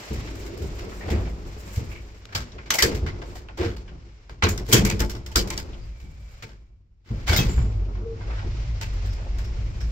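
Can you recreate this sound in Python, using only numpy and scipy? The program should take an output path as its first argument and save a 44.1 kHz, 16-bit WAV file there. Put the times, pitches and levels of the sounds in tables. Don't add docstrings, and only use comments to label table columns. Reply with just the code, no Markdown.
import sys
import numpy as np
from scipy import signal
from scipy.fft import rfft, irfft, next_fast_len
from scipy.io import wavfile
from scipy.ndimage import uniform_filter1d

SR = 44100
rng = np.random.default_rng(int(sys.argv[2]) if len(sys.argv) > 2 else 0)


def elevation(decibels):
    levels = np.asarray(decibels, float)
    return 10 ** (levels / 20)


def wrap_up_sound(samples):
    columns = np.atleast_2d(samples).T
    tamed = np.clip(columns, -1, 1)
    steps = np.round(tamed * 32767).astype(np.int16)
    wavfile.write(sys.argv[1], SR, steps)


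N = 437031

# start_s, peak_db, ringing_hz, hardness_db
LANDING_CLACKS = [(0.2728, -34.5, 2340, -35), (0.4614, -36.5, 2230, -19), (0.13, -37, 2300, -10),
                  (0.352, -41, 2300, -8), (0.576, -37, 5000, -9), (0.619, -37, 1360, -14),
                  (0.7886, -33.5, 2710, -24), (1.0999, -27.5, 2090, -19), (1.7577, -30.5, 2160, -15.5),
                  (1.9152, -38, 2400, -44), (2.2875, -41, 1400, -50), (2.324, -31.5, 1680, -38),
                  (2.3496, -16, 1280, -21.5)]
# start_s, peak_db, ringing_hz, hardness_db
RIGHT_LEAF_CLACKS = [(2.583, -32.5, 2290, -56.5), (2.704, -8, 6000, -21.5), (2.739, -14, 2260, -8),
                     (2.7851, -10, 2060, -17), (2.8236, -3.5, 4650, -10), (2.9472, -28, 2110, -18),
                     (3.0629, -27, 2060, -38), (3.2175, -32, 1170, -42), (3.3538, -36.5, 1700, -21),
                     (3.4865, -34.5, 2540, -58), (3.5724, -32, 1000, -25), (3.7643, -35, 4520, -26),
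                     (3.8776, -41, 2930, -49)]
# start_s, peak_db, ringing_hz, hardness_db
LEFT_LEAF_CLACKS = [(4.2946, -35, 1010, -35), (4.4233, -12, 1070, -58.5), (4.4887, -18.5, 1550, -9.5),
                    (4.5778, -26, 5500, -21), (4.6866, -28, 1570, -10.5), (4.7254, 0, 3230, -9.5),
                    (4.8504, -14.5, 2080, -12), (4.8993, -17, 2400, -20), (4.9924, -21, 5130, -14),
                    (5.0956, -26, 5500, -13.5), (5.1499, -34, 5300, -23), (5.2613, -28.5, 5340, -17.5),
                    (5.3143, -36, 3040, -20), (5.3575, -8, 4870, -9), (5.474, -32.5, 2270, -15),
                    (5.5036, -25, 2200, -21), (5.5765, -23.5, 4900, -18), (5.566, -36, 4500, -14)]
# start_s, peak_db, ringing_hz, hardness_db
RIDE_CLACKS = [(5.999, -43, 2370, -22), (6.4226, -29.5, 2400, -28), (6.4896, -43, 1530, -31.5),
               (7.2779, -17.5, 2230, -24), (7.3307, -13.5, 1300, -22.5), (7.3614, -12.5, 3760, -11.5),
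               (7.5772, -31, 1070, -55), (7.9497, -39, 1040, -61), (8.208, -38, 730, -60),
               (8.379, -33.5, 1530, -48), (8.8119, -25, 2640, -24), (8.9294, -45, 1470, -12),
               (9.0594, -37, 1680, -20), (9.1284, -38, 4990, -22), (9.3841, -34.5, 1530, -20.5),
               (9.4444, -38, 5390, -21), (9.8062, -34.5, 1650, -26)]
# start_s, peak_db, ringing_hz, hardness_db
MORE_CLACKS = [
    (2.6582, -39.5, 2250, -36),
    (2.9152, -31, 2180, -29.5),
    (4.4352, -16, 4010, -26),
    (4.716, -21.5, 2400, -15),
    (5.0033, -15.5, 5160, -11.5),
    (5.6874, -47, 2000, -28),
]
# frequency_hz, density_db_per_hz
METAL = [(410, -26.5), (700, -25.5), (911, -10.5), (1250, -7), (1810, -5.5), (2010, -4.5), (2720, -9),
         (2940, -7), (3880, -8), (4670, -6), (7810, -11), (8910, -25), (13100, -15), (15700, -18),
         (16100, -55)]
# frequency_hz, width_hz, level_db
FITTINGS = [(883, 46, 1), (1070, 49, -2.5), (1425, 91, 0.5), (1570, 96, 2), (2060, 84, -3.5), (2287, 61, 1),
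            (3000, 100, -5.5), (4700, 54, -1.5), (5000, 50, -9), (5360, 86, -4.5), (6896, 150, -8.5)]
# frequency_hz, t60_s
CABIN_T60 = [(100, 0.61), (500, 0.24), (2000, 0.23), (6000, 0.24), (15000, 0.175)]


def clack(db, hz, hard_db):
    octaves = np.log2(hz / 1000)
    wood_db = -10.5 - 4.5 * octaves - 0.18 * db
    t60 = 0.26 - 0.021 * octaves
    t = np.arange(12288) / SR
    f, frame_t, z = signal.stft(ports(len(t)), SR, nperseg=256)
    decay = np.clip(t60, 0.03, 0.8) * read(CABIN_T60, f)[:, None] / 0.27
    tail = signal.istft(z * elevation(-60 * frame_t / decay), SR, nperseg=256)[1][:, :len(t)]
    build = 1 - np.exp(-(t / 0.0023) ** 2)
    strike = tail * build * (1 + np.exp(-t / 0.0028))
    chatter = evened(uniform_filter1d(rng.standard_normal(len(t)), size=220))
    strike = strike * elevation(2.5 * chatter)
    metal = colour(strike, METAL)
    ring = modes(strike, [(hz, 350, 0)])
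    fittings = modes(strike, FITTINGS, rng.uniform(0.24, 1.8, len(FITTINGS)))
    wood = evened(resonate(resonate(strike, 620, 700), 620, 1100))
    bright = evened(tilt(metal + 0.23 * fittings, hard_db + 17))
    bright = bright + 0.27 * brighter(ring, -25)
    fade = np.minimum(1, (t[-1] - t) / 0.08)
    return elevation(db + 1) * fade * (bright + elevation(wood_db) * brighter(wood, -25)) / abs(bright).max()


# start_s, peak_db, centre_hz, width_hz
TICKS = [(2.2545, -32, 2500, 4000), (3.4865, -36, 2600, 1500), (3.2175, -36, 2500, 2000),
         (2.7055, -13, 5500, 5040), (2.7864, -16.5, 6500, 3000), (2.8237, -6, 6000, 6090),
         (2.838, -11, 5000, 5990), (4.4255, -15.5, 1600, 2500), (4.431, -16.5, 1800, 2494),
         (4.4886, -21, 7300, 3000), (4.5774, -23, 6500, 4000), (4.7277, -9, 7500, 6020),
         (4.733, -3, 12000, 5940), (4.8505, -13.5, 6800, 2506), (4.8995, -16.5, 7200, 2210),
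         (5.0031, -18, 6000, 5000), (5.3586, -5.5, 5000, 3995), (5.4745, -30, 5500, 4000),
         (5.5034, -19, 7000, 3000), (5.5775, -18, 5500, 3000), (8.8124, -29, 6000, 5000)]


def tick(db, hz, width):
    t = np.arange(1024) / SR
    contact_s = 0.0013
    burst = ports(len(t)) * (t / contact_s) * np.exp(-t / contact_s)
    narrow = evened(resonate(resonate(burst, hz, width), hz, width))
    snap = brighter(narrow, -8 * (hz < 8000))
    snap = snap + 0.5 * (hz / 7000) ** 2 * colour(burst, METAL)
    return elevation(db) * snap / abs(snap).max()


# start_s, peak_db, boom_hz, upper_panel_share_db
THUDS = [(0.103, -15, 66, -9.5), (0.606, -17, 76.3, -19), (1.06, -21, 89.5, -6.5), (1.107, -10, 72, -8),
         (1.165, -19, 90, -9), (1.769, -15.5, 76, -16), (2.346, -20.5, 59, -15.5), (2.544, -30, 57.7, -8),
         (2.826, -13, 61.9, -2), (2.915, -16, 75, -8), (3.02, -16, 78.7, -10.5), (3.594, -16, 73.7, -3.5),
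         (3.644, -21, 98.2, -9), (3.906, -28, 59, -25.5), (4.297, -29, 60.2, -15.5),
         (4.433, -9.5, 84, -4.5), (4.685, -21.5, 110, 1), (4.732, -5.5, 119, -1.5), (4.768, -14, 170, -8),
         (4.805, -14, 80, -6), (4.92, -19, 90, -6), (4.999, -15, 50, -2.5), (5.357, -11.5, 50.9, -2),
         (6.023, -25.5, 51.8, -33), (6.429, -34, 101.5, -5), (7.103, -16, 104.2, -18),
         (7.294, -7.5, 79.7, -13), (7.384, -11, 124.6, -8.5), (7.459, -11, 52.4, -16),
         (7.568, -10, 59.7, -30), (8.439, -21, 84, -11)]
# frequency_hz, width_hz, level_db
PANELS = [(192.7, 30, -3.5), (258, 26, -8.5), (352.2, 34, -2), (424, 24, -4), (215.4, 12, -14),
          (600, 56, -17)]


def thud(db, hz, upper_db):
    t = np.arange(32768) / SR
    t60 = 0.45 - 0.01 * db
    fall = elevation(-60 * t / np.clip(t60, 0.05, 1.5)) * (1 - np.exp(-t / 0.005)) * (1 - t / t[-1])
    push = ports(len(t))
    boom = np.sin(2 * np.pi * hz * t) * (0.45 + 0.95 * np.exp(-t / 0.035))
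    boom = boom + 0.5 * modes(push, [(hz * 1.24, 60, 0), (113, 25, -10)])
    knock = modes(push, PANELS, rng.uniform(0.87, 0.89, len(PANELS))) * elevation(-90 * t)
    return elevation(db - 6.5) * fall * (boom + elevation(upper_db + 0.5) * knock)


# start_s, length_s, pitch_hz, level_db
BARS = [(1.005, 0.06, 1860, -47), (2.35, 0.18, 246, -47), (2.705, 0.019, 6170, -24),
        (2.786, .016, 2040, -19), (3.63, .09, 470, -32), (4.74, 0.29, 193.5, -25.5), (5.505, .04, 880, -43),
        (5.575, .05, 880, -45), (5.305, .03, 880, -48), (5.51, .05, 1030, -48), (7.28, 0.11, 2240, -34),
        (7.28, 0.082, 1496, -34.5), (7.33, 0.092, 5280, -35), (7.36, .05, 7270, -34),
        (7.35, 0.076, 4440, -36), (7.36, 0.045, 3750, -30), (7.375, 0.061, 3300, -30),
        (7.37, 0.071, 6170, -33.5), (7.382, 0.055, 2590, -30), (7.36, .02, 2100, -29),
        (7.36, .05, 5200, -32), (7.33, .025, 3400, -32), (7.28, .05, 3100, -37), (4.43, .1, 200, -28),
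        (5.0, .08, 870, -41), (5.0, .06, 360, -32), (9.8, .04, 1650, -54), (8.2, .06, 2150, -55)]
# start_s, length_s, pitch_hz, level_db
SCRAPES = [(2.35, .03, 4800, -30), (2.352, .02, 3100, -32), (2.518, .015, 5600, -50),
           (2.518, .015, 3800, -52), (2.56, .03, 450, -46), (3.158, .02, 2060, -53), (3.33, .012, 980, -48),
           (3.355, .025, 740, -46), (3.49, .03, 700, -47), (3.22, .05, 500, -42), (4.725, .06, 400, -26),
           (4.73, .05, 950, -29), (4.85, .09, 400, -33), (8.29, .04, 900, -49), (8.3, .04, 2100, -53),
           (8.425, .04, 730, -47), (1.91, .04, 2320, -47), (1.95, 0.066, 2250, -46),
           (5.358, .03, 7560, -28), (5.354, 0.035, 1400, -24), (7.365, 0.046, 14760, -28.5),
           (9.8, 0.07, 5330, -49)]
# start_s, length_s, centre_hz, width_hz, level_db
CLATTER = [(0.916, .04, 1300, 900, -44.5), (1.005, 0.088, 1900, 600, -45), (1.1, .07, 2000, 600, -40),
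           (1.106, .02, 3400, 300, -42.5), (1.251, 0.054, 1900, 900, -48.5),
           (2.736, .015, 3000, 404, -26.5), (2.742, .03, 800, 300, -33), (2.786, 0.022, 5300, 301, -29),
           (2.824, .03, 4800, 896, -20), (2.826, .04, 1800, 504, -20.5), (2.826, .035, 7400, 897, -25.5),
           (3.575, .14, 340, 30, -30), (2.826, .09, 430, 70, -24), (2.87, .1, 330, 90, -29),
           (2.79, .05, 2000, 250, -25), (5.357, .07, 400, 60, -33), (3.6, .08, 1900, 1200, -40),
           (2.745, .03, 660, 90, -33), (3.582, 0.1, 1000, 200, -44.5), (4.422, .035, 1900, 1606, -23),
           (4.436, .012, 6150, 300, -26.5), (4.438, .025, 4000, 700, -27), (4.445, 0.065, 2300, 499, -31),
           (4.483, 0.054, 6900, 398, -34.5), (4.71, .02, 2300, 1500, -37), (4.726, .03, 3100, 600, -21),
           (4.73, 0.055, 6500, 1195, -22.5), (4.738, .06, 1600, 300, -25.5),
           (4.76, 0.055, 2400, 495, -27.5), (4.855, .05, 2200, 500, -33), (4.898, 0.044, 2300, 500, -33.5),
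           (5.002, .05, 1500, 701, -31), (5.355, .06, 4800, 1100, -23), (5.391, .03, 3000, 400, -35.5),
           (5.504, .02, 2250, 350, -39.5), (5.729, 0.036, 3000, 900, -51), (5.809, .07, 4800, 150, -60.5),
           (5.9, .7, 2300, 50, -66), (8.295, .15, 1300, 1100, -45), (9.1, .08, 5300, 250, -52),
           (9.44, .05, 5350, 200, -51)]


def sing(length, hz, width, db, pure=0.0):
    t = np.arange(round(1.3 * length * SR) // 2 * 2) / SR
    fuzz = modes(ports(len(t)), [(hz, width, 0)])
    tone = evened(fuzz + pure * np.sin(2 * np.pi * hz * t))
    tone = brighter(tone, -22 * (hz < 8000))
    return elevation(db - 13.7 * (t / length) ** 2) * tone * signal.windows.tukey(len(t), 0.15)


# start_s, level_db, hardness_db
RUBS = [
    [(1.05, -48, -27), (1.11, -48.5, -27), (1.3, -60, -26)],
    [(3.58, -42, -20), (3.648, -35.5, -31), (3.76, -54, -34.5)],
    [(4.645, -58, -15), (4.69, -43, -15), (4.724, -37, -12)],
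    [(7.04, -71, -27), (7.082, -57, -40), (7.26, -53.5, -11)],
    [(7.258, -39, -10), (7.292, -25.5, -20.5), (7.42, -32, -14), (7.46, -38.5, -17.5), (7.68, -57.5, -34.5)],
]


def rod(rows):
    level_db, hard_db = stroke(rows)
    size = len(level_db) // 2 * 2 + 2
    grain = np.repeat(elevation(2.4 * rng.standard_normal(size // 128 + 1)), 128)[:size]
    slips = ports(size) * uniform_filter1d(grain, size=64)
    grind = evened(tilt(colour(slips, METAL), hard_db.mean() + 13))
    fittings = modes(slips, FITTINGS, rng.uniform(0.26, 1.6, len(FITTINGS)))
    grind = evened(grind + 0.3 * fittings)
    return grind[:, :len(level_db)] * elevation(level_db - 0.5) * signal.windows.tukey(len(level_db), 0.1)


# start_s, length_s, level_db
SCUFFS = [
    (1.0, .36, -39.5),
    (3.58, .11, -36.5),
    (4.72, .12, -35),
    (7.27, .18, -32),
    (7.599, .4, -51.5),
    (8.222, .3, -48),
    (9.1, .4, -50.5),
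]


def scuff(length, db):
    size = round(length * SR) // 2 * 2
    flutter = elevation(3.5 * evened(uniform_filter1d(rng.standard_normal(size), size=700)))
    rub = ports(size) * flutter
    low = evened(resonate(resonate(rub, 600, 450), 600, 900))
    high = evened(resonate(resonate(rub, 1400, 1600), 1500, 3000))
    rub = evened(low + 0.4 * high)
    return elevation(db) * brighter(rub, -30) * np.sin(np.pi * (np.arange(size) / size) ** 0.6)


# start_s, resonance_hz, level_db
SWING = [(0.15, 290, -43.5), (0.658, 370, -34), (0.686, 376, -56), (0.882, 361, -34), (0.996, 344, -57),
         (1.05, 330, -38)]


def swing():
    hz, db = stroke(SWING)
    push = ports(len(hz))
    groan = resonate(resonate(push, hz, 105), hz, 220)
    return elevation(db - 3.5) * evened(groan) * signal.windows.tukey(len(hz), 0.2)


# start_s, pitch_hz, level_db
GROAN = [(8.006, 433, -55), (8.022, 437, -41), (8.05, 461, -42), (8.066, 457, -34), (8.08, 454, -37.5),
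         (8.148, 455, -39), (8.172, 451, -51), (8.24, 456, -52)]
# start_s, pitch_hz, level_db
SQUEAL = [(7.48, 7250, -51), (7.496, 7230, -38.5), (7.548, 7250, -51), (7.576, 7150, -48.5),
          (7.8, 7320, -77)]


def shoe(rows, width, pure):
    hz, db = stroke(rows)
    fuzz = evened(resonate(resonate(ports(len(hz)), hz, width), hz, width))
    tone = pure * np.sin(2 * np.pi * np.cumsum(hz) / SR) + 0.4 * fuzz
    return elevation(db) * evened(tone) * signal.windows.tukey(len(hz), 0.15)


# start_s, pitch_hz, level_db
MOTOR = [(7.501, 58.8, -25.5), (7.66, 55.63, -27), (7.76, 48.9, -25.5), (8.04, 48.2, -33.5),
         (8.14, 53.3, -38), (8.64, 53.22, -29.5), (8.78, 50.25, -30.5), (9.82, 51.2, -33.5),
         (9.91, 50.8, -43)]


def motor():
    hz, db = stroke(MOTOR)
    waver = rng.standard_normal(len(hz))
    waver = evened(uniform_filter1d(uniform_filter1d(waver, 2500), 2500))
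    turn = 2 * np.pi * np.cumsum(hz * (1 + 0.06 * waver)) / SR
    tone = np.sqrt(2) * (np.sin(turn) + elevation(-5) * np.sin(2 * turn + 0.84))
    return np.ones((2, 1)) * elevation(db - 2.1) * tone * signal.windows.tukey(len(hz), 0.04)


# start_s, level_db
SWAY = [(0.0, -60), (0.2, -42), (0.5, -37.5), (1.0, -40.5), (1.9, -42.5), (2.3, -48), (2.66, -55),
        (3.3, -42.5), (4.2, -51), (4.4, -51.5), (5.85, -35), (6.0, -43.5), (6.4, -44.5), (7.04, -57),
        (7.14, -34), (8.04, -36), (8.4, -31), (9.91, -28)]
# start_s, level_db, cloth_nearness_db, leaf_looseness_db
RUSTLE = [(0.0, -48, 11.5, -5.5), (1.0, -51.5, 11, 8), (1.45, -54.5, 11, 7.5), (1.7, -48.5, 18, -3),
          (2.2, -57.5, 5.5, 1), (3.1, -58.5, -10.5, 11), (3.38, -54, 20.5, 6), (3.47, -63, -3.5, 8),
          (4.12, -60, -4, -4), (4.38, -67, -2, -4), (5.75, -56.5, 2, 7.5), (5.979, -62.5, 9.5, -8),
          (6.4, -58.5, 11.5, -11), (6.8, -84.5, 1, -10), (7.03, -83, 1, -1), (7.1, -56, -9, 2),
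          (8.039, -59, -17, 12), (8.4, -50.5, -20, -5), (9.91, -52, 5, 3)]
# frequency_hz, width_hz, level_db
BOOM = [(49.7, 14, 8.5), (92.9, 9.8, 1.5), (76.6, 4.3, -4), (130.3, 60, -24), (32.7, 17, -0.5)]
# frequency_hz, density_db_per_hz
BODY = [(71, -26), (120, -5), (156, -17), (199, -12), (239, -15), (301, -10), (405, -13.5), (611, -21),
        (1500, -28.5), (1950, -61.5), (3300, -120)]
# frequency_hz, density_db_per_hz
HISS = [(290, -27.5), (500, -4), (604, -4), (679, -8.5), (1270, -8.5), (1910, -9), (2180, -7.5),
        (3430, -14), (5310, -13), (5970, -16.5), (7430, -20.5), (9110, -44), (12400, -40), (15200, -38.5),
        (15950, -52)]
# level_below_peak_db, build_up_s, t60_s
AFTER_BOOM = (-18.5, 0.051, 1.76)
AFTER_PANELS = (-20.5, 0.044, 1.055)
AFTER_SHAFT = (-29, 0.011, 0.57)


def sway():
    t = np.arange(N) / SR
    s, sway_db = np.transpose(SWAY)
    sway_db = np.interp(t, s, sway_db)
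    s, *columns = np.transpose(RUSTLE)
    hiss_db, bright_db, loose_db = (np.interp(t, s, c) for c in columns)
    panel_blows = [(s, db + upper_db / 2) for s, db, hz, upper_db in THUDS]
    clacks = LANDING_CLACKS + RIGHT_LEAF_CLACKS + LEFT_LEAF_CLACKS + RIDE_CLACKS
    boom_gain = np.sqrt(elevation(2 * sway_db) + after(THUDS, *AFTER_BOOM))
    body_gain = np.sqrt(elevation(2 * (hiss_db + loose_db)) + after(panel_blows, *AFTER_PANELS))
    shaft_gain = np.sqrt(after(clacks, *AFTER_SHAFT))
    size = next_fast_len(N)
    boom = evened(np.tanh(0.64 * modes(ports(size)[:, :N], BOOM)))
    boom = evened(signal.sosfilt(signal.butter(1, 260, fs=SR, output="sos"), boom))
    body = colour(ports(size), BODY)[:, :N]
    body = body + 0.45 * modes(body, PANELS)
    hiss = colour(ports(size), HISS)[:, :N]
    hiss = brighter(hiss, bright_db + 20 * np.log10(flicker(900, depth_db=3)))
    shaft = colour(ports(size), HISS)[:, :N]
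    body = body_gain * body * flicker(900, depth_db=2.5)
    hiss = elevation(hiss_db + 1.5) * hiss * flicker(4000, depth_db=1.1)
    return boom_gain * boom + body + (hiss + shaft_gain * shaft) * flicker(500, depth_db=1)


def after(blows, below_db, rise, t60):
    t = np.arange(0, N + 256, 256) / SR
    since = np.maximum(t - np.array([row[0] for row in blows])[:, None], 0)
    peak = elevation(np.array([row[1] for row in blows])[:, None] + below_db)
    power = ((peak * elevation(-60 * since / t60)) ** 2 * (1 - np.exp(-since / rise))).sum(0)
    return np.interp(np.arange(N) / SR, t, power)


# frequency_hz, left_right_likeness
SAME = [(30, 0.98), (70, 0.99), (300, 0.84), (800, 0.45), (3000, 0.16), (15000, 0.1)]
PORT_LAG = 17


def ports(length):
    a, b = rfft(rng.standard_normal((2, length)))
    hz = np.fft.rfftfreq(length, 1 / SR)
    same = np.clip(read(SAME, hz), 0, 1)
    late = np.exp(-2j * np.pi * hz * PORT_LAG / SR * hz ** 2 / (hz ** 2 + 630 ** 2))
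    right = (same * a + np.sqrt(1 - same ** 2) * b) * late
    return irfft([a * elevation(0.46), right], length)


def resonate(x, hz, width):
    turn = np.exp(2j * np.pi * np.cumsum(hz * np.ones(x.shape[-1])) / SR)
    r = np.exp(-np.pi * abs(width) / SR)
    return 2 * (turn * signal.lfilter([1 - r], [1, -r], x / turn)).real


def modes(x, table, weights=1):
    weights = np.ones(len(table)) * weights
    total = 0
    for g, (hz, w, db) in zip(weights, table):
        total = total + g * elevation(db) * resonate(resonate(x, hz, w), hz, 3 * w) / np.sqrt(w)
    return evened(total)


def colour(x, points):
    hz = np.fft.rfftfreq(x.shape[1], 1 / SR)
    return evened(irfft(rfft(x) * elevation(read(points, hz)), x.shape[1]))


def tilt(x, hard_db):
    hz = np.fft.rfftfreq(x.shape[1], 1 / SR)
    return irfft(rfft(x) * elevation(hard_db * np.clip((hz - 1500) / 8200, 0, 1)), x.shape[1])


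def brighter(x, db):
    top = signal.sosfiltfilt(signal.butter(4, 8300, "high", fs=SR, output="sos"), x)
    return x + (elevation(db) - 1) * top


def flicker(width, depth_db):
    wander = uniform_filter1d(uniform_filter1d(rng.standard_normal(N), width), width)
    return elevation(depth_db * evened(wander))


def evened(x):
    return x / np.sqrt(np.mean(x ** 2) + 1e-20)


def read(points, hz):
    f, value = np.transpose(points)
    return np.interp(np.log(hz + 1), np.log(f + 1), value)


def stroke(rows):
    s, *columns = np.transpose(rows)
    t = np.arange(s[0], s[-1], 1 / SR)
    return [np.interp(t, s, c) for c in columns]


def add(mix, s, sound):
    part = mix[:, max(round(s * SR), 0):][:, :sound.shape[1]]
    part += sound[:, :part.shape[1]]


def scene():
    mix = sway()
    for s, *row in LANDING_CLACKS + RIGHT_LEAF_CLACKS + LEFT_LEAF_CLACKS + RIDE_CLACKS + MORE_CLACKS:
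        add(mix, s - 0.001, clack(*row))
    for s, *row in TICKS:
        add(mix, s - 0.001, tick(*row))
    for s, *row in THUDS:
        add(mix, s, thud(*row))
    for s, length, hz, db in BARS:
        add(mix, s, sing(length, hz, 1.2 * np.sqrt(hz), db, pure=1.1))
    for s, length, hz, db in SCRAPES:
        add(mix, s, sing(length, hz, 7.5 * np.sqrt(hz), db))
    for s, *row in CLATTER:
        add(mix, s, sing(*row))
    for rows in RUBS:
        add(mix, rows[0][0], rod(rows))
    for s, *row in SCUFFS:
        add(mix, s, scuff(*row))
    add(mix, SWING[0][0], swing())
    add(mix, GROAN[0][0], shoe(GROAN, width=30, pure=1.6))
    add(mix, SQUEAL[0][0], shoe(SQUEAL, width=240, pure=0.15))
    add(mix, MOTOR[0][0], motor())
    return mix


def low_pass(x):
    return signal.sosfilt(signal.butter(12, 16480, fs=SR, output="sos"), x)


def record(dry):
    edge = signal.firwin(255, 16150, window=("kaiser", 5), fs=SR)
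    limited = 1.159 * np.tanh(dry)
    mix = signal.oaconvolve(limited, edge[None], "same")
    return low_pass(mix)


dry = scene()
out = record(dry)
wrap_up_sound(out)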